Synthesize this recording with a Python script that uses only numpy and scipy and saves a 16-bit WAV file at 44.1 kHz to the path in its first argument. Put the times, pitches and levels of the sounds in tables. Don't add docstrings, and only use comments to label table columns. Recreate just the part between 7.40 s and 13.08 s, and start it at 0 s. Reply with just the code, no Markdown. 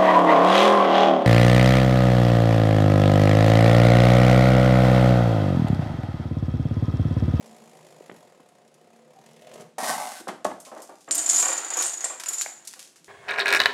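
import sys
import numpy as np
from scipy import signal
from scipy.io import wavfile

SR = 44100
rng = np.random.default_rng(int(sys.argv[2]) if len(sys.argv) > 2 else 0)


def put_to_file(sound):
    columns = np.atleast_2d(sound).T
    safe = np.clip(columns, -1, 1)
    whole_steps = np.round(safe * 32767)
    wavfile.write(sys.argv[1], SR, whole_steps.astype(np.int16))


N = 250488
T = np.arange(N) / SR


def amp(db):
    return 10 ** (np.asarray(db) / 20)


def unit(x):
    return x / np.sqrt(np.mean(x ** 2) + 1e-20)


def sized(x, db):
    return amp(db) * x * np.sqrt(SR / 100) / np.linalg.norm(x)


def add(mix, s, sound):
    part = mix[max(round(s * SR), 0):][:len(sound)]
    part += sound[:len(part)]


def read(points, hz):
    f, value = np.transpose(points)
    return np.interp(np.log(hz + 1), np.log(f + 1), value)


def soften(x, hz, order=2):
    return signal.lfilter(*signal.butter(order, min(hz, SR / 2 - 1), fs=SR), x)


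def no_bass(x, hz):
    return signal.lfilter(*signal.butter(2, hz, "high", fs=SR), x)


def colour(x, spectrum, size=4096):
    hz = abs(np.fft.fftfreq(size, 1 / SR))
    log_gain = np.log(amp(np.maximum(read(spectrum, hz), -90)))
    taps = np.fft.ifft(np.exp(np.conj(signal.hilbert(log_gain)))).real[:size // 2]
    return signal.oaconvolve(x, taps)[:len(x)]


def resonate(x, modes, scale=1):
    return sum(amp(db) * signal.lfilter(*signal.iirpeak(scale * f, scale * f / width_hz, SR), x)
               for f, width_hz, db in modes)


def glide(x, curve, width_hz):
    carrier = np.exp(2j * np.pi * np.cumsum(np.interp(T, *np.transpose(curve))) / SR)
    r = np.exp(-np.pi * width_hz / SR)
    return (carrier * signal.lfilter([(1 - r) ** 2], [1, -2 * r, r * r], x / carrier)).real


def ringing(modes, hz, size=16384):
    t = T[:size]
    return sum(amp(db) * np.sin(2 * np.pi * hz * ratio * t) * amp(-60 * t / t60_s)
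               for ratio, db, t60_s in modes)


def contact(rattle_s, snap, rise_s=.0001, size=8192):
    t = T[:size]
    force = rng.standard_normal(size) * np.exp(-t / rattle_s) * (1 - np.exp(-t / rise_s))
    force /= np.linalg.norm(force)
    force[0] += snap
    return force


def grains(per_s, spread_db):
    size = amp(spread_db * np.minimum(rng.exponential(1, N), 3)) * rng.choice([-1, 1], N)
    return unit(size * (rng.random(N) < per_s / SR))


def after(s, fade_db_per_s):
    return amp(-fade_db_per_s * np.maximum(T - s, 0))


def swell(start_s, peak_s, build_db, fade_db_per_s):
    gate = np.clip((T - start_s) / .003, 0, 1)
    growth_db = build_db * np.clip((T - peak_s) / max(peak_s - start_s, .001), -1, 0)
    return gate * amp(growth_db) * after(peak_s, fade_db_per_s)


# f/Hz, t60/s
ROOM_DECAY = [(150, .48), (400, .4), (1000, .4), (3000, .42), (7000, .41), (15000, .36)]

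def room(x, wet_db, size=30000):
    reflections = rng.standard_normal(size) * (rng.random(size) < 5000 / SR) * (T[:size] > .003)
    hz, t, bands = signal.stft(reflections, SR, nperseg=256)
    decay = amp(-60 * t / read(ROOM_DECAY, hz)[:, None])
    tail = signal.istft(bands * decay, SR, nperseg=256)[1]
    wet = signal.fftconvolve(x, tail / np.linalg.norm(tail))[:N]
    return (x + amp(wet_db) * wet) / np.sqrt(1 + amp(wet_db) ** 2)


# f/Hz, level/dB
AIR_SPECTRUM = [(25, -8), (90, -11), (160, 2), (400, 1.5), (1000, -11), (3000, -14), (9000, -22),
                (16000, -44)]

def kitchen_air():
    return amp(-64) * unit(colour(rng.standard_normal(N), AIR_SPECTRUM))


# t/s, rate/(ribs/s)
MARBLE_SPEED = [(0.0, 60.68), (0.2, 54.0), (0.4, 51.94), (0.6, 51.99), (0.8, 46.13), (1.0, 35.38),
                (1.2, 30.63), (1.35, 30.12), (1.5, 34.4), (1.7, 34.61), (1.85, 40.82), (2.0, 36.47),
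                (2.13, 47.92)]
# t/s, f/Hz
RIB_PITCH = [(0, 6900), (1.0, 6730), (1.76, 6600), (1.86, 5770), (1.9, 5300), (1.96, 6000)]
# f/Hz, level/dB
TICK_SPECTRUM = [(530, -7.5), (900, -2), (1480, -24), (1840, -9.5), (2700, -13.5), (3760, -15.5),
                 (5980, -15.5), (6900, -15.5), (9200, -20), (10600, -18), (15500, -37)]
WALL_SPECTRUM = [(50, -36), (100, -5), (160, 2.5), (220, -3.5), (280, -9), (365, 3.5), (430, 1), (510, 5),
                 (640, 4.5), (830, -3), (1400, -10), (1850, -14.5), (3500, -39)]
# f/Hz, width/Hz, level/dB
BORE_MODES = [(157.4, 8.3, 5), (226.6, 3.4, 12.5), (365, 3.9, -2), (511.5, 30, -2.5), (612, 5.7, 5),
              (714, 17, -3)]
CRUISE_RIBS_PER_S, NEARING_S = 45.3, 0.1
EXIT_S, EXIT_DB_PER_S = 2.205, 373

def marble():
    speed = np.interp(T, *np.transpose(MARBLE_SPEED))
    ribs = np.cumsum(speed) / SR + .52
    since_rib_s = (ribs % 1) / speed
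    force, sharpness = rng.standard_normal((N, 2))[ribs.astype(int)].T
    pulse = (np.exp(-since_rib_s / .006) + .1) * (1 - np.exp(-since_rib_s / .001))
    blows = unit(amp(1.5 * force) * pulse)
    grit = blows * grains(per_s=9800, spread_db=-1.5)
    dull = soften(grit, 5800, order=1)
    bright = amp(2.5 * sharpness) * (grit - dull)
    ticks = unit(colour(dull + bright, TICK_SPECTRUM)) * rolling(speed, power=1.6, mouth_db=7.5)
    ring = unit(glide(grit, RIB_PITCH, width_hz=1100)) * rolling(speed, power=1.5, mouth_db=-15)
    scrape = unit(resonate(grit, [(2000, 590, -1.2), (2800, 640, -0.82)]))
    scrape *= swell(1.85, 2.13, build_db=7.5, fade_db_per_s=120)
    push = (blows + .5) * rng.standard_normal(N)
    wall = unit(colour(push + amp(4) * resonate(push, BORE_MODES), WALL_SPECTRUM))
    wall *= rolling(speed, power=0.79, mouth_db=14.5)
    contacts = amp(-60) * (ticks + amp(-17) * ring) + amp(-62.5) * scrape
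    return room(contacts, wet_db=-6) + room(amp(-54.5) * wall, wet_db=-2)


def rolling(speed, power, mouth_db):
    nearness = np.exp(np.minimum(T - EXIT_S, 0) / NEARING_S)
    return (speed / CRUISE_RIBS_PER_S) ** power * amp(mouth_db * nearness) * after(EXIT_S, EXIT_DB_PER_S)


# peak t/s, half length/s, f/Hz, level/dB
HOSE_NOTES = [(0.144, 0.15, 223, -55.5), (.2, 0.17, 625, -64), (0.348, .07, 760, -61.5),
              (0.463, .13, 159, -60), (.46, 0.1, 376, -58), (1.683, 0.077, 500, -56),
              (1.786, 0.047, 772, -58.5), (1.924, 0.18, 154, -59.5), (2.164, 0.064, 633, -48.5),
              (2.174, 0.095, 505, -49)]

def hums():
    out = np.zeros(N)
    for peak_s, half_s, hz, db in HOSE_NOTES:
        note = unit(glide(rng.standard_normal(N), [(0, hz)], width_hz=20.5))
        out += amp(db) * note * np.exp(-((T - peak_s) / half_s) ** 2)
    return out * after(EXIT_S, EXIT_DB_PER_S)


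# t/s, relative level/dB, cut-off/Hz, shell f/Hz, rattle/s
SHELL_HITS = [(.607, -33.5, 754, 417, 0.00042), (0.698, -34.5, 3300, 525, 0.0011),
              (0.714, -38, 2930, 453, 0.0012), (0.746, -48, 2600, 483, 0.0029),
              (0.998, -41.5, 1180, 350, 0.0072)]
# frequency ratio, width/Hz, level/dB
SHELL_MODES = [(1, 200, 0), (1.3, 200, -6), (2.1, 500, -11), (3.15, 600, -5), (5.5, 1400, -11)]

def knocks():
    out = np.zeros(N)
    for s, db, cutoff_hz, hz, rattle_s in SHELL_HITS:
        push = soften(contact(rattle_s, snap=0.31), cutoff_hz, order=6)
        knock = resonate(no_bass(push, 0.34 * hz), SHELL_MODES, scale=hz)
        add(out, s, sized(knock, db - 8))
    return room(out, wet_db=-11)


# t/s, level/dB, f/Hz, rise/s
JOLTS = [(0.696, -40, 290, 0.0003), (.717, -42, 200, 0.0013), (2.426, -35, 228, 0.0024),
         (2.49, -43, 163, 0.014), (2.799, -47, 234, .005), (2.807, -44, 338, 0.0029),
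         (2.887, -35.5, 225, 0.002), (2.914, -39, 337, 0.0018), (3.049, -35.5, 198, 0.0098),
         (3.06, -45, 70, 0.0032), (3.113, -46, 252, .005), (3.139, -44, 224, 0.0034),
         (5.605, -58.5, 160, 0.013)]

def bumps():
    out, t = np.zeros(N), T[:8192]
    for s, db, hz, rise_s in JOLTS:
        sway = t / rise_s * np.exp(-t / rise_s) * np.sin(2 * np.pi * hz * t)
        add(out, s, sized(no_bass(sway, 0.74 * hz), db))
    return room(out, wet_db=-5)


# t/s, relative level/dB, rattle/s, low cut/Hz
CLICK_HITS = [(1.088, -55, 0.004, 5000), (1.278, -55, 0.0045, 3000), (1.3422, -51.5, 0.0043, 3000),
              (1.8617, -50.5, 0.0021, 4500), (1.911, -58, 0.0025, 3500), (1.9332, -54, 0.0017, 4450),
              (1.963, -55, .003, 2000), (2.013, -54, .003, 1500), (2.14, -41.5, 0.0053, 2950),
              (2.208, -42, 0.0077, 1500), (2.384, -29.5, 0.0076, 500), (2.881, -31, 0.016, 1000),
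              (3.046, -26, 0.0091, 1380), (3.066, -37, 0.0025, 900), (3.2015, -36, 0.019, 7650),
              (3.251, -35, 0.035, 2010), (3.42, -35, 0.021, 7040), (3.608, -45, 0.028, 3930),
              (3.7101, -21, 0.00024, 2040), (3.748, -23, 0.0014, 9050), (3.753, -17.5, 0.0062, 9300),
              (4.371, -26.5, 0.0081, 9000), (4.423, -17.5, 0.0091, 3870), (4.642, -35, 0.0062, 9002),
              (4.799, -26, 0.014, 1100), (4.836, -27, 0.0057, 895), (4.86, -30, 0.0009, 1510),
              (4.886, -22.5, 0.0089, 10600), (4.933, -27, 0.0089, 9500), (5.0122, -23.5, 0.00052, 2170),
              (5.018, -20, 0.009, 3350), (5.251, -40, 0.014, 4070), (5.2736, -27, 0.0095, 4960),
              (5.337, -35.5, 0.0034, 1200), (5.393, -37, 0.0077, 2030), (5.559, -42.5, 0.032, 1490),
              (5.646, -50, 0.036, 3080)]
# f/Hz, level/dB
CLICK_SPECTRUM = [(100, -17), (500, 5.5), (900, 4), (2000, 0.5), (4000, -1.5), (6800, 2), (10000, -2.5),
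                  (13000, -12.5), (15800, -27)]

def clicks():
    out = np.zeros(N)
    for s, db, rattle_s, low_hz in CLICK_HITS:
        click = colour(contact(rattle_s, snap=0.36), CLICK_SPECTRUM)
        add(out, s, sized(no_bass(click, low_hz), db - 7))
    return room(out, wet_db=-7)


# t/s, added gain/dB, decay/s
STRING_JERKS = [(2.43, -2, 0.014), (2.472, -13, .01), (2.494, 3, 0.019), (2.543, -9, 0.0066),
                (2.579, -18, 0.0058), (2.599, 0.5, 0.032), (2.655, -2, 0.02), (2.718, -1, 0.011)]
# f/Hz, level/dB
HISS_SPECTRUM = [(710, -21), (1200, -18), (1520, 6), (1680, -3), (1870, -3), (2320, -7.5), (9210, -5),
                 (12300, -12), (15800, -27)]
# f/Hz, width/Hz, level/dB
CUP_MODES = [(165, 25, -17), (232, 40, -13), (275, 30, -15), (460, 60, -14), (635, 50, -3), (747, 42, -2),
             (835, 60, -6), (950, 60, -10), (1070, 45, -6), (1130, 45, -8), (1240, 60, -16),
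             (1510, 70, -12), (1860, 90, -12), (2060, 70, -18), (2470, 80, -21)]
# t/s, f/Hz
WHIRR_PITCH = [(2.38, 750), (2.5, 754), (2.55, 860), (2.66, 820), (2.73, 735), (2.8, 713)]
SQUEAK_PITCH = [(2.43, 1800), (2.5, 1860), (2.54, 1900), (2.57, 2020), (2.62, 2050)]
PULL_S, FASTEST_S, WHIRR_PEAK_S, STOP_S = 2.381, 2.486, 2.592, 2.805

def pulley():
    slips = grains(per_s=1800, spread_db=1)
    jerks = sum(amp(db) * (T > s) * np.exp(-np.maximum(T - s, 0) / decay_s)
                for s, db, decay_s in STRING_JERKS)
    rub = amp(-39) * swell(PULL_S, FASTEST_S, build_db=0.5, fade_db_per_s=17.5)
    surge = amp(-32) * swell(PULL_S, FASTEST_S, build_db=24, fade_db_per_s=210)
    hiss = unit(colour(slips, HISS_SPECTRUM)) * (rub + surge)
    hiss *= (1 + 0.5 * jerks) * after(STOP_S, fade_db_per_s=598)
    cup_radiation = [(60, -38), (200, 3), (500, -0.5), (750, 5.5), (3000, -4.5)]  # f/Hz, level/dB
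    drone = unit(colour(resonate(slips, CUP_MODES), cup_radiation))
    drone *= amp(-30) * swell(PULL_S, FASTEST_S, build_db=3, fade_db_per_s=66)
    whirr = unit(glide(slips, WHIRR_PITCH, width_hz=190))
    whirr *= amp(-40) * swell(PULL_S, WHIRR_PEAK_S, build_db=4, fade_db_per_s=90)
    squeak = unit(glide(slips, SQUEAK_PITCH, width_hz=220))
    squeak *= amp(-42.5) * swell(PULL_S, FASTEST_S, build_db=11, fade_db_per_s=88)
    tones = (drone + whirr + squeak) * (1 + jerks) * after(STOP_S, fade_db_per_s=193)
    return room(hiss, wet_db=-6) + room(tones, wet_db=-12)


# t/s, relative level/dB, cut-off/Hz, rattle/s, ring f/Hz, ring offset/dB
SOFT_HITS = [(2.495, -30, 592, 0.0032, 620, -8), (2.803, -45, 500, 0.018, 547, -11),
             (2.872, -27, 700, 0.0049, 763, -12), (2.885, -22.5, 1640, 0.01, 557, -15),
             (3.05, -14.5, 1140, 0.0049, 600, -4), (3.112, -30, 1100, 0.0073, 607, -8),
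             (3.265, -40.5, 826, 0.022, 700, -1), (3.316, -29.5, 990, 0.027, 730, -8),
             (3.363, -29.5, 1050, 0.035, 687, -11), (3.492, -33, 920, 0.035, 782, -10.5),
             (3.678, -31, 1540, 0.03, 649, -9)]
# frequency ratio, level/dB, t60/s
RAMP_MODES = [(.352, -16, .16), (.607, -13, .06), (.79, -12, .07), (.945, -4, .07), (1, -1, .12),
              (1.11, -2, .07), (1.51, -6, .11), (1.83, -9, .1), (2.02, -13, .07), (2.54, -19, .08),
              (2.85, -16, .09), (3.43, -22, .05)]
# f/Hz, level/dB
THUD_SPECTRUM = [(30, -34), (110, -28), (190, -12), (270, -8), (360, -6), (420, -8), (520, -1), (640, 0),
                 (750, -6), (890, -2), (1010, -8), (1150, -5), (1400, -10), (1800, -8), (2300, -12),
                 (3200, -11), (6000, -12), (12000, -20)]
FIRST_HOP_S, HOP_RATIO, HOP_RATTLE_S = 0.037, 0.92, 0.031
FIRST_LOSS_DB, NEXT_LOSS_DB = 17.5, 6.5

def thumps():
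    out = np.zeros(N)
    for s, db, cutoff_hz, rattle_s, hz, ring_db in SOFT_HITS:
        ramp = ringing(RAMP_MODES, hz)
        ramp *= (1 - np.exp(-T[:len(ramp)] / 0.0016)) ** 2
        for hop in range(4):
            rebounds = soften(contact(rattle_s, snap=0.17, rise_s=0.00092), cutoff_hz)
            push = contact(rattle_s, snap=0.0081 / rattle_s)
            ring = soften(signal.fftconvolve(push, ramp), 1.6 * cutoff_hz)
            add(out, s, sized(colour(rebounds, THUD_SPECTRUM), db - 5))
            add(out, s - .003, sized(ring, db - 4 + ring_db))
            s += FIRST_HOP_S * HOP_RATIO ** hop
            db -= NEXT_LOSS_DB if hop else FIRST_LOSS_DB
            rattle_s = HOP_RATTLE_S
    return room(out, wet_db=-6)


# t/s, length/s, initial level/dB
JIGGLE_SPANS = [(3.34, 0.48, -56.5), (5.241, 0.19, -48.5), (5.378, 0.1, -54), (5.626, 0.073, -53.5)]

def jiggles():
    gain = sum(amp(db) * (T > s) * (T < s + length_s) * after(s, fade_db_per_s=31)
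               for s, length_s, db in JIGGLE_SPANS)
    ticks = colour(grains(per_s=460, spread_db=10), CLICK_SPECTRUM)
    return room(unit(no_bass(ticks, 2720)) * gain, wet_db=0)


# f/Hz, width/Hz, level/dB
BALL_MODES = [(403, 61, -11), (580, 20, -8), (667, 11, 3)]
# t/s, f/Hz
BALL_PITCH = [(3.7, 315), (3.98, 304), (4.12, 354)]

def ball():
    grit = grains(per_s=830, spread_db=-6.5)
    note = unit(glide(grit, BALL_PITCH, width_hz=47))
    body = unit(no_bass(soften(resonate(grit, BALL_MODES), 1100), 260))
    gain = amp(-46.5) * swell(3.68, 3.55, build_db=1.5, fade_db_per_s=16.5)
    return room((note + amp(2) * body) * gain, wet_db=-17)


# t/s, relative level/dB, f/Hz, rattle/s
TILE_HITS = [(3.686, -36, 7300, 0.003), (3.7098, -10.5, 7020, .002), (3.715, -11, 8200, 0.0044),
             (3.7228, -11, 7240, 0.0032), (3.7474, -19, 7300, 0.0038), (3.7792, -11.5, 8100, 0.0017),
             (3.788, -10, 7094, 0.0016), (3.8165, -21, 8000, .001), (3.860, -9.5, 7240, 0.0093),
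             (3.891, -8, 7190, 0.0018), (3.8968, -2.5, 7180, 0.0053), (3.9073, -11, 6910, 0.0029),
             (3.9152, -11, 7230, 0.0015), (3.9434, -8.5, 6800, 0.005), (3.9605, -6.5, 7070, 0.001),
             (3.9665, -10.5, 6960, 0.002), (3.98, -14, 7070, .001), (3.987, -12, 7420, .001),
             (3.9984, -5.5, 7220, 0.0055), (4.019, -17, 7290, 0.0022), (4.055, -14, 7320, 0.0021),
             (4.0812, -10.5, 7070, 0.0047), (4.127, -11.5, 7110, 0.0021), (4.1769, -12.5, 7030, 0.0036),
             (4.246, -17.5, 7060, 0.00074), (4.2827, -24.5, 6980, 0.0019), (4.3029, -14.5, 7060, 0.0032),
             (4.336, -14, 6840, 0.0047), (4.370, -12, 6890, .006), (4.3884, -11, 6840, 0.0007),
             (4.398, -12, 6860, 0.0034), (4.407, -15, 7020, 0.0011), (4.4105, -19, 7030, 0.00079),
             (4.436, -18, 7900, 0.0026), (4.4437, -15, 7230, 0.0014), (4.4637, -14, 8380, 0.0014),
             (4.479, -20, 7500, 0.0018), (4.5394, -19.5, 6820, 0.0011), (4.5725, -20, 6870, 0.0039),
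             (4.6066, -18.5, 6750, 0.004), (4.643, -8.5, 7380, 0.0066), (4.8617, -17.5, 7060, 0.01),
             (4.885, -12.5, 6970, 0.0025), (4.932, -12.5, 7030, 0.0092), (4.9828, -12, 7110, 0.012),
             (5.0098, -17, 7000, 0.0049), (5.019, -22, 6920, 0.0039)]
# frequency ratio, level/dB, t60/s
TILE_MODES = [(1, 0, .05), (.965, -9, .03), (1.035, -9, .03), (1.085, -18, .025), (1.125, -14, .025),
              (1.18, -15, .02), (1.33, -19, .015)]
FREE_TILE_HZ, HALF_RING_OFFSET_HZ = 7020, 340
TILE_RISE_S, SCUFF_S = .0003, .007

def dominoes():
    rings, cracks = np.zeros((2, N))
    for s, db, hz, rattle_s in TILE_HITS:
        scatter = rng.uniform(-1.6, 1, (len(TILE_MODES), 2))
        freedom = 1 / (1 + abs(hz - FREE_TILE_HZ) / HALF_RING_OFFSET_HZ)
        modes = [(ratio + 0.27 * (ratio - 1) * detune, mode_db - 2.5 * loss, t60_s * freedom)
                 for (ratio, mode_db, t60_s), (detune, loss) in zip(TILE_MODES, scatter)]
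        tile = ringing(modes, hz, size=4096) * (1 - np.exp(-T[:4096] / TILE_RISE_S))
        clink = signal.fftconvolve(contact(rattle_s, snap=0.49, rise_s=0.0011), tile)
        crack = colour(contact(SCUFF_S + rattle_s, snap=0.03, rise_s=0.00069), CLICK_SPECTRUM)
        add(rings, s, sized(clink, db - 11))
        add(cracks, s, sized(crack, db - 20.5))
    return room(soften(rings + no_bass(cracks, 3080), 12000, order=8), wet_db=-4)


# start t/s, chatter peak t/s, relative level/dB, clatter peak t/s, relative level/dB
TOPPLE_RUNS = [(3.707, 3.974, -21.5, 4.12, -33.5), (4.299, 4.407, -29, 4.27, -35),
               (4.587, 4.692, -46, 4.37, -41), (4.861, 4.943, -35, 4.73, -38.5)]
# f/Hz, level/dB
CHATTER_SPECTRUM = [(2000, -28), (3500, -19), (5500, -14), (6400, -10), (6800, 1), (7070, 2), (7320, 1),
                    (7550, -8), (8150, -5), (8900, -13), (9450, -11), (11500, -17), (13000, -25),
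                    (15000, -50)]
STONE_SPECTRUM = [(50, -28), (130, -33), (220, -20), (310, -4), (420, -8), (700, 0), (1200, -1), (1900, -4),
                  (3000, -9), (5000, -12), (8000, -30)]

def settling():
    bounces = grains(per_s=1100, spread_db=5)
    on_tiles = sum(amp(db) * swell(start_s, peak_s, build_db=18, fade_db_per_s=95)
                   for start_s, peak_s, db, _, _ in TOPPLE_RUNS)
    on_stone = sum(amp(db) * swell(start_s, peak_s, build_db=10, fade_db_per_s=47)
                   for start_s, _, _, peak_s, db in TOPPLE_RUNS)
    chatter = amp(-2.5) * unit(colour(bounces, CHATTER_SPECTRUM)) * on_tiles
    clatter = amp(-1.5) * unit(colour(bounces, STONE_SPECTRUM)) * on_stone
    rings = sum(signal.fftconvolve(grains(per_s=16, spread_db=10), ringing(TILE_MODES, hz))[:N]
                for hz in rng.uniform(6650, 7310, size=8))
    clinks = amp(-2.5) * unit(rings) * on_tiles
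    return room(chatter, wet_db=5) + room(clinks, wet_db=-20) + room(clatter, wet_db=0)


# t/s, level/dB, rattle/s
TRAY_HITS = [(3.99, -46, 0.013), (4.027, -28.5, 0.015), (4.055, -27.5, 0.016), (4.088, -27.5, 0.016),
             (4.125, -32.5, 0.011), (4.152, -42, 0.012), (4.33, -41, 0.011), (4.371, -29.5, 0.012),
             (4.405, -30.5, 0.036), (4.655, -35.5, 0.0048), (4.699, -33.5, 0.037), (5.363, -50, 0.058)]
# f/Hz, width/Hz, level/dB
TRAY_MODES = [(355, 30, -8), (538, 25, 2), (660, 50, -4), (760, 80, 0), (969, 40, 1), (1130, 90, -4),
              (1450, 30, -3), (1830, 40, -4), (2300, 60, -8)]

def tray():
    out = np.zeros(N)
    for s, db, rattle_s in TRAY_HITS:
        ring = resonate(contact(rattle_s, snap=0.32), TRAY_MODES)
        add(out, s, sized(no_bass(soften(ring, 4400), 334), db))
    return room(out, wet_db=-6.5)


# t/s, level/dB, f/Hz
CLACK_HITS = [(4.641, -34, 614), (5.0615, -33.5, 700)]
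# frequency ratio, width/Hz, level/dB
CLACK_MODES = [(1, 130, 0), (1.12, 90, -7), (2.4, 300, -9), (3.1, 260, 0)]

def clacks():
    out = np.zeros(N)
    for s, db, hz in CLACK_HITS:
        push = soften(contact(rattle_s=.0012, snap=2), 3.3 * hz, order=10)
        clack = resonate(no_bass(push, .7 * hz), CLACK_MODES, scale=hz)
        add(out, s, sized(clack, db))
    return room(out, wet_db=-6.5)


def scene():
    air = kitchen_air()
    blows = thumps() + bumps() + knocks() + clacks() + clicks() + jiggles()
    return (air + marble() + hums() + blows + pulley() + ball() + dominoes() + settling() + tray())[None]


MIC_LOW_HZ, BAND_LIMIT_HZ = 140, 16000

def record(dry):
    taps = signal.firwin(255, BAND_LIMIT_HZ, window=("kaiser", 8), fs=SR)
    return signal.oaconvolve(no_bass(dry, MIC_LOW_HZ), taps[None], "same")


dry = scene()
out = record(dry)
put_to_file(out)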